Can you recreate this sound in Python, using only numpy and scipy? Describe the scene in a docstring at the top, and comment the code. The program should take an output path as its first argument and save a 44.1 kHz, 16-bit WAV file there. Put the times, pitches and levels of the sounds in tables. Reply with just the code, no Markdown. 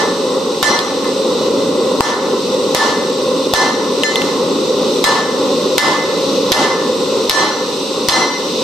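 """The tail of a hammer blow opens the scene, in a metal shed where a gas forge roars and hisses throughout.
A smith flattens a hot steel bar on an anvil: each blow is a noise crack, an air push, a spit of scale,
ringing steel modes and a swelling shed boom; the next two also slap the bent bar down with a hollow knock.
Light clicks of hammer on anvil follow the first slap and return midway; then spaced blows go on to the end.
A gain control ducks the whole mix when it gets loud and lets the roar swell back."""
import sys
import numpy as np
from scipy import signal
from scipy.fft import rfft, irfft, next_fast_len
from scipy.io import wavfile
from scipy.ndimage import map_coordinates

SR = 44100
rng = np.random.default_rng(int(sys.argv[2]) if len(sys.argv) > 2 else 0)


def master_out(mix):
    """Clip the mix to full scale and print it as 16-bit PCM to the path in sys.argv[1]."""
    frames = np.transpose(np.atleast_2d(mix))
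    ceiling = np.clip(frames, -1, 1)
    pcm = np.round(ceiling * 32767).astype(np.int16)
    wavfile.write(sys.argv[1], SR, pcm)


N = 380583

# anvil modes: (frequency [Hz], level before colouring [dB], t60 at length 1 [s], build-up at length 1 [s])
ANVIL_MODES = [(1756, -1, .56, .012), (2043, 2, .56, .052), (3070, -16, .75, .012), (3424, -22, .5, .012),
               (4116, -9, .6, .012), (4132, -9, .6, .012), (4597, -16, .65, .01), (4800, -19, .55, .01),
               (5112, -16, .45, .006), (5182, -10, .58, .01), (5346, -17, .55, .01), (5790, -16, .45, .006),
               (5832, -9, .72, .018), (6293, -12, .5, .006), (6470, -22, .4, .006), (6923, -25, .45, .006),
               (7111, -21, .5, .006), (7531, -22, .5, .006), (8037, -24, .4, .006), (8275, -16, .45, .006),
               (8500, -22, .35, .006), (8840, -25, .35, .006), (9000, -27, .35, .006)]
# pitches between which the colour of the anvil's ring is set: (frequency [Hz])
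RING_PITCHES = [1756, 2043, 4125, 5180, 5830, 8275]


def amp(db):
    """Decibels to gain."""
    return 10 ** (np.asarray(db) / 20)


def along(points, hz):
    """(Hz, value) points read on a log frequency axis."""
    f, v = np.transpose(points)
    return np.interp(np.log(hz + 1), np.log(f + 1), v)


def seconds(size):
    """Time of each sample."""
    return np.arange(size) / SR


def wobble(rate, size):
    """A smooth random curve, rate knots a second."""
    knots = rng.standard_normal(int(size * rate / SR) + 4)
    coarse = np.arange(0, size + 64, 64)
    return np.interp(np.arange(size), coarse, map_coordinates(knots, [coarse * rate / SR]))


def filtered(x, response):
    """x times a response of frequency."""
    size = x.shape[-1]
    padded = next_fast_len(size + SR // 8)
    spectrum = rfft(x, padded) * response(np.fft.rfftfreq(padded, 1 / SR))
    return irfft(spectrum, padded)[..., :size]


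def noise(density_db, size):
    """Stereo noise with a given level per Hz; left and right are most alike in the low range, least on top."""
    # left-right likeness: (frequency [Hz], correlation [-1 to 1])
    likeness = [(30, 0.76), (150, 0.97), (450, .95), (1000, 0.76), (2000, 0.45), (4000, 0.53),
                (12000, 0.11)]

    def mid_side(hz):
        turn = np.arccos(np.clip(along(likeness, hz), -1, 1)) / 2
        return amp(density_db(hz)) * np.sqrt(SR / 2) * np.array([np.cos(turn), np.sin(turn)])

    mid, side = filtered(rng.standard_normal((2, size)), mid_side)
    return np.array([mid + side, mid - side])


def add(track, s, sound):
    """Mix a sound into the track from time s on, cut at both ends of the track."""
    start = round(s * SR)
    part = sound[..., max(-start, 0):max(N - start, 0)]
    track[:, max(start, 0):max(start, 0) + part.shape[-1]] += part


def lagged(x, lag):
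    """One-pole smoothing over lag seconds."""
    keep = np.exp(-1 / (lag * SR))
    return signal.lfilter([1 - keep], [1, -keep], x)


def blows(crack_t60=0.011, rebound=0.0045, scale_t60=0.19, grain_db=4, grain_rate=700):
    """The hammer squashes the soft bar: a crack, a low push of air, a spit of scale, then anvil and shed ring on."""
    # full blows: (time [s], force [dB], thump [dB], spit of scale [dB], length factor of ring and boom,
    # trim of the anvil's second mode [dB], brightness of the ring [dB])
    blow_list = [(-.16, -2, 0, 3, 0.91, -6, -3), (.628, -1.6, 4, -4.5, .93, -2, 1.5),
                 (2.007, -1, 8, -13, 0.74, -4.5, -3), (2.748, -2.5, -12, -3.5, 1.07, -4.5, -7),
                 (3.537, -3, 12, -5, 1.05, -3.5, -2.5), (5.041, -0.5, -4, -4.5, 0.97, -4, -5.5),
                 (5.781, 1, -7, 0.5, 1.06, 2.5, -13), (6.519, 2, -17, 1.5, 1.02, -2, -8),
                 (7.296, .6, -10, 4.5, 1.05, -3, 1.5), (8.086, -1.5, -12, -.5, 1.05, 2.5, 2)]
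    # crack at the instant of contact, before force and edge: (frequency [Hz], level [dB per Hz])
    crack_spectrum = [(60, -78), (400, -17), (1000, -21), (2200, -32), (4000, -29), (7000, -32.5),
                      (11000, -38.5), (14000, -32.5)]
    # shattering oxide scale, before each blow's spit: (frequency [Hz], level [dB per Hz])
    scale_spectrum = [(800, -41.5), (2600, -37.5), (3600, -30.5), (5500, -36.5), (8000, -50), (11000, -48),
                      (14000, -59)]
    # how strongly a blow through the bar rings the anvil at each ring pitch: (level before force [dB])
    bar_ring_db = [4, 0.5, 3.6, 1.4, 1, 2]
    # how far each ring pitch follows the blow's brightness: (share)
    bright_share = [0.039, 0.026, 1, 0.066, 0.76, 0.78]
    first_mode_trade = .3  # dB lost in the first mode per dB gained in the second
    push = .00042  # s, from the start of the air push to its peak

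    out, t = np.zeros((2, N)), seconds(SR // 5)
    for s, force_db, thump_db, scale_db, length, second_db, bright_db in blow_list:
        edge = [(2000, 0), (11000, 0.71 * scale_db)]  # brittle scale sharpens the crack
        crack = noise(lambda hz: along(crack_spectrum, hz) + along(edge, hz), len(t))
        crack *= amp(force_db - 60 * t / crack_t60)

        flakes = amp(scale_db + grain_db * wobble(grain_rate, len(t)) - 60 * t / scale_t60)
        spit = flakes * noise(lambda hz: along(scale_spectrum, hz), len(t))

        thump = -amp(thump_db) * t / push * np.exp(-t / push)

        ring_db = force_db + np.array(bar_ring_db) + bright_db * np.array(bright_share)
        ring_db[:2] += second_db * np.array([-first_mode_trade, 1])
        colour = list(zip(RING_PITCHES, ring_db))

        add(out, s, crack + spit)
        add(out, s - push, thump - lagged(thump, rebound))  # air is pushed aside as the faces meet, then flows back
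        add(out, s, amp(force_db) * shed(length))
        add(out, s, ring(ANVIL_MODES, colour, length, prompt=0.3))
    return out


def ring(modes, colour, length=1, prompt=.3):
    """Steel modes: a steady direct tone plus wavering echoes; the prompt share starts at once, the rest builds up."""
    direct, echo = .62, .55  # gains
    waver_rate, detune = 36, .0007  # knots per second, relative spread of pitch
    out = np.zeros((2, SR))
    for hz, db, t60, build in modes:
        t = seconds(int(min(t60 * length, 1) * SR))
        decay = amp(db + along(colour, hz) - 60 * t / (t60 * length))
        growth = (1 - np.exp(-t / (build * length))) ** 2
        level = decay * (prompt + (1 - prompt) * growth)
        # each strike shifts every mode slightly
        phase = 2 * np.pi * (hz * rng.normal(1, detune) * t + rng.random())
        sine, cosine = level * np.sin(phase), level * np.cos(phase)
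        for ear in out:
            in_phase, quadrature = (echo * wobble(waver_rate, SR)[:len(t)] for _ in range(2))
            ear[:len(t)] += (direct + in_phase) * sine + quadrature * cosine
    return out


def shed(length=1, swell=0.079, steep=2.57):
    """Near walls scatter the crack at once; the sheet-metal hall booms a moment later."""
    # scattered crack at its start: (frequency [Hz], level [dB per Hz])
    scatter_spectrum = [(100, -90), (500, -35), (1000, -31.5), (2300, -47), (3500, -68), (4700, -56),
                        (7000, -48), (9000, -51), (11000, -58), (14000, -58)]
    # decay of the scatter: (frequency [Hz], t60 [s])
    scatter_t60 = [(200, 0.36), (1000, 0.91), (4000, 0.75), (12000, 0.28)]
    # boom at the top of its swell: (frequency [Hz], level [dB per Hz])
    boom_spectrum = [(40, -72), (130, -47), (280, -35), (550, -35), (850, -35), (1080, -33.5),
                     (1400, -44.5), (1900, -46.5), (2300, -53), (2900, -45.5), (3800, -44.5), (5000, -49),
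                     (6500, -53), (12000, -71)]

    t = seconds(SR)
    burst = noise(lambda hz: along(scatter_spectrum, hz), SR)
    hz, frames, bins = signal.stft(burst, SR, nperseg=256)
    decay = amp(-60 * frames / along(scatter_t60, hz)[:, None])
    scatter = signal.istft(bins * decay, SR, nperseg=256)[1][:, :SR]

    age = t / (swell * length)
    boom = noise(lambda hz: along(boom_spectrum, hz), SR) * (age * np.exp(1 - age)) ** steep
    return scatter * (1 - np.exp(-t / 0.00057)) + boom


def slaps():
    """The bent bar is driven flat against the anvil with a short, hollow knock of band-limited noise."""
    # knocks: (time [s], level [dB per Hz at the knock's pitch])
    slap_list = [(0.6287, -20), (2.007, -14.5)]
    pitch, width_octaves, t60 = 1036, 0.2, 0.034  # Hz, octaves, s
    out, t = np.zeros((2, N)), seconds(SR // 10)
    for s, db in slap_list:
        def density(hz):
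            octaves = np.log2((hz + 1) / pitch)
            return db - 20 * np.log10(1 + (octaves / width_octaves) ** 2)

        add(out, s, noise(density, len(t)) * amp(-60 * t / t60))
    return out


def taps(click_t60=0.017, width_octaves=0.25, click_db=-31, snap_db=-18, shed_db=-15):
    """Light steel-on-steel contacts: a short click that briefly rings the anvil and the hammer head."""
    # light taps and bounces: (time [s], click [dB], click pitch [Hz], ring [dB])
    tap_list = [(.790, -4, 4000, -45.5), (1.043, -12, 1120, -25), (4.035, -1, 2880, -8),
                (4.157, -2, 3060, -14.5), (4.218, -7, 2980, -33), (4.269, -22, 3060, -26)]
    # how strongly the bare hammer rings the anvil at each ring pitch: (level before the tap's ring [dB])
    face_ring_db = [3, 3, 4.5, -1, -2, -13]
    # hammer head modes: (frequency [Hz], relative level [dB], t60 [s], build-up [s])
    hammer_modes = [(6923, 0, .45, .003), (7020, -13, .3, .003)]
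    hammer_db, hammer_grows = 5, 2.4  # dB, dB per dB of ring: the head sings only on the hardest taps
    damped = .55  # length factor: the resting hammer shortens the anvil's ring

    out, t = np.zeros((2, N)), seconds(SR // 10)
    colour = list(zip(RING_PITCHES, face_ring_db))
    for s, db, pitch, ring_db in tap_list:
        def density(hz):
            peak = np.exp(-.5 * (np.log2((hz + 1) / pitch) / width_octaves) ** 2)
            snap = amp(snap_db) * np.sqrt(pitch * hz) / (hz + 300) + 1e-6  # broad noise around the peak
            return click_db + db + 20 * np.log10(peak + snap)

        add(out, s, noise(density, len(t)) * amp(-60 * t / click_t60))
        add(out, s, amp(db + shed_db) * shed())
        add(out, s, amp(ring_db) * ring(ANVIL_MODES, colour, damped, prompt=0.41))
        add(out, s, ring(hammer_modes, [(7000, hammer_db + hammer_grows * ring_db)]))
    return out


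def forge():
    """The burner's turbulent flame roars in its chamber while the gas jet hisses."""
    # loudness of the roar, followed in part by flame and hiss: (time [s], level [dB])
    roar_levels = [(0, -1), (.9, -2), (1.6, 3), (3, 0), (4.6, 1), (6.9, 1.5), (8.3, -5.3), (8.63, 0)]
    # chamber roar before its level moves: (frequency [Hz], level [dB per Hz])
    roar_spectrum = [(30, -94), (45, -89), (100, -62.5), (130, -62), (175, -50), (230, -46.5), (282, -41.5),
                     (325, -47.5), (390, -41), (470, -40.5), (522, -36.5), (590, -47.5), (700, -58),
                     (1000, -100)]
    # flame above the roar, before its level moves: (frequency [Hz], level [dB per Hz])
    flame_spectrum = [(400, -118), (760, -55), (950, -54.5), (1060, -49.5), (1160, -56.5), (1400, -61.5),
                      (1800, -72.5), (2050, -62.5), (2250, -122), (3000, -100)]
    # gas jet before its level moves: (frequency [Hz], level [dB per Hz])
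    jet_spectrum = [(1800, -84), (2500, -64.5), (3100, -64), (3300, -69), (3500, -58.5), (3900, -57),
                    (4800, -64), (5800, -63), (7000, -74), (8500, -78), (9700, -87.5), (10600, -84),
                    (12300, -81.5), (14000, -88)]
    # the gas nozzle's hissy tones: (centre [Hz], width [Hz], level before it moves [dB per Hz])
    nozzle_tones = [(7610, 48, -61.5), (8210, 246, -65.5)]
    hiss_rise, tone_fade = 0.4153, -0.45  # dB per s; the tones' fade is relative to the hiss
    hiss_follows = .3  # share of the roar's level changes, in dB

    t = seconds(N)
    roar_db = np.interp(t, *np.transpose(roar_levels))
    hiss_db = hiss_rise * t + hiss_follows * roar_db
    flutter = wobble(14, N)  # shared by roar and flame
    roar = amp(roar_db + 0.63 * flutter) * noise(lambda hz: along(roar_spectrum, hz), N)
    flame = amp(0.55 * roar_db + 1.2 * flutter) * noise(lambda hz: along(flame_spectrum, hz), N)
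    jet = amp(0.78 * wobble(3.37, N)) * noise(lambda hz: along(jet_spectrum, hz), N)
    for centre, width, db in nozzle_tones:
        tone = noise(lambda hz: db - 20 * np.log10(1 + ((hz - centre) / width) ** 2), N)
        jet += amp(tone_fade * t + 1.2 * wobble(7, N)) * tone
    return roar + flame + amp(hiss_db) * jet


def scene():
    """Hammer work in front of the running forge."""
    return blows() + slaps() + taps() + forge()


def tone_colour(hz):
    """Causal response that cuts narrow dips into the tone of the whole mix."""
    # dips: (centre [Hz], width [Hz], depth [dB])
    tone_dips = [(680, 130, 13), (1610, 190, 19), (2380, 220, 5), (9860, 400, 12)]
    response = 1
    for centre, width, depth in tone_dips:
        damping = 1j * hz * width
        response = response * (1 - (1 - amp(-depth)) * damping / (centre ** 2 - hz ** 2 + damping))
    return response


def record(dry, release=0.14):
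    """Narrow dips in the tone, a gain control with fast attack and slow release, clipping and the band limit."""
    threshold_db, ceiling, top_hz = -9.5, 1, 14200
    sense, attack = .002, .0008  # s
    x = filtered(dry, tone_colour)
    level_db = 10 * np.log10(lagged(np.mean(x ** 2, axis=0), sense) + 1e-12)
    excess = np.maximum(level_db - threshold_db, 1e-6)
    age = seconds(N) / release
    # each peak's cut in dB fades away exponentially
    held = np.exp(np.maximum.accumulate(np.log(excess) + age) - age)
    x = np.clip(x * amp(-lagged(held, attack)), -ceiling, ceiling)
    return filtered(x, lambda hz: 1 / (1 + (hz / top_hz) ** 120))


dry = scene()
out = record(dry)
master_out(out)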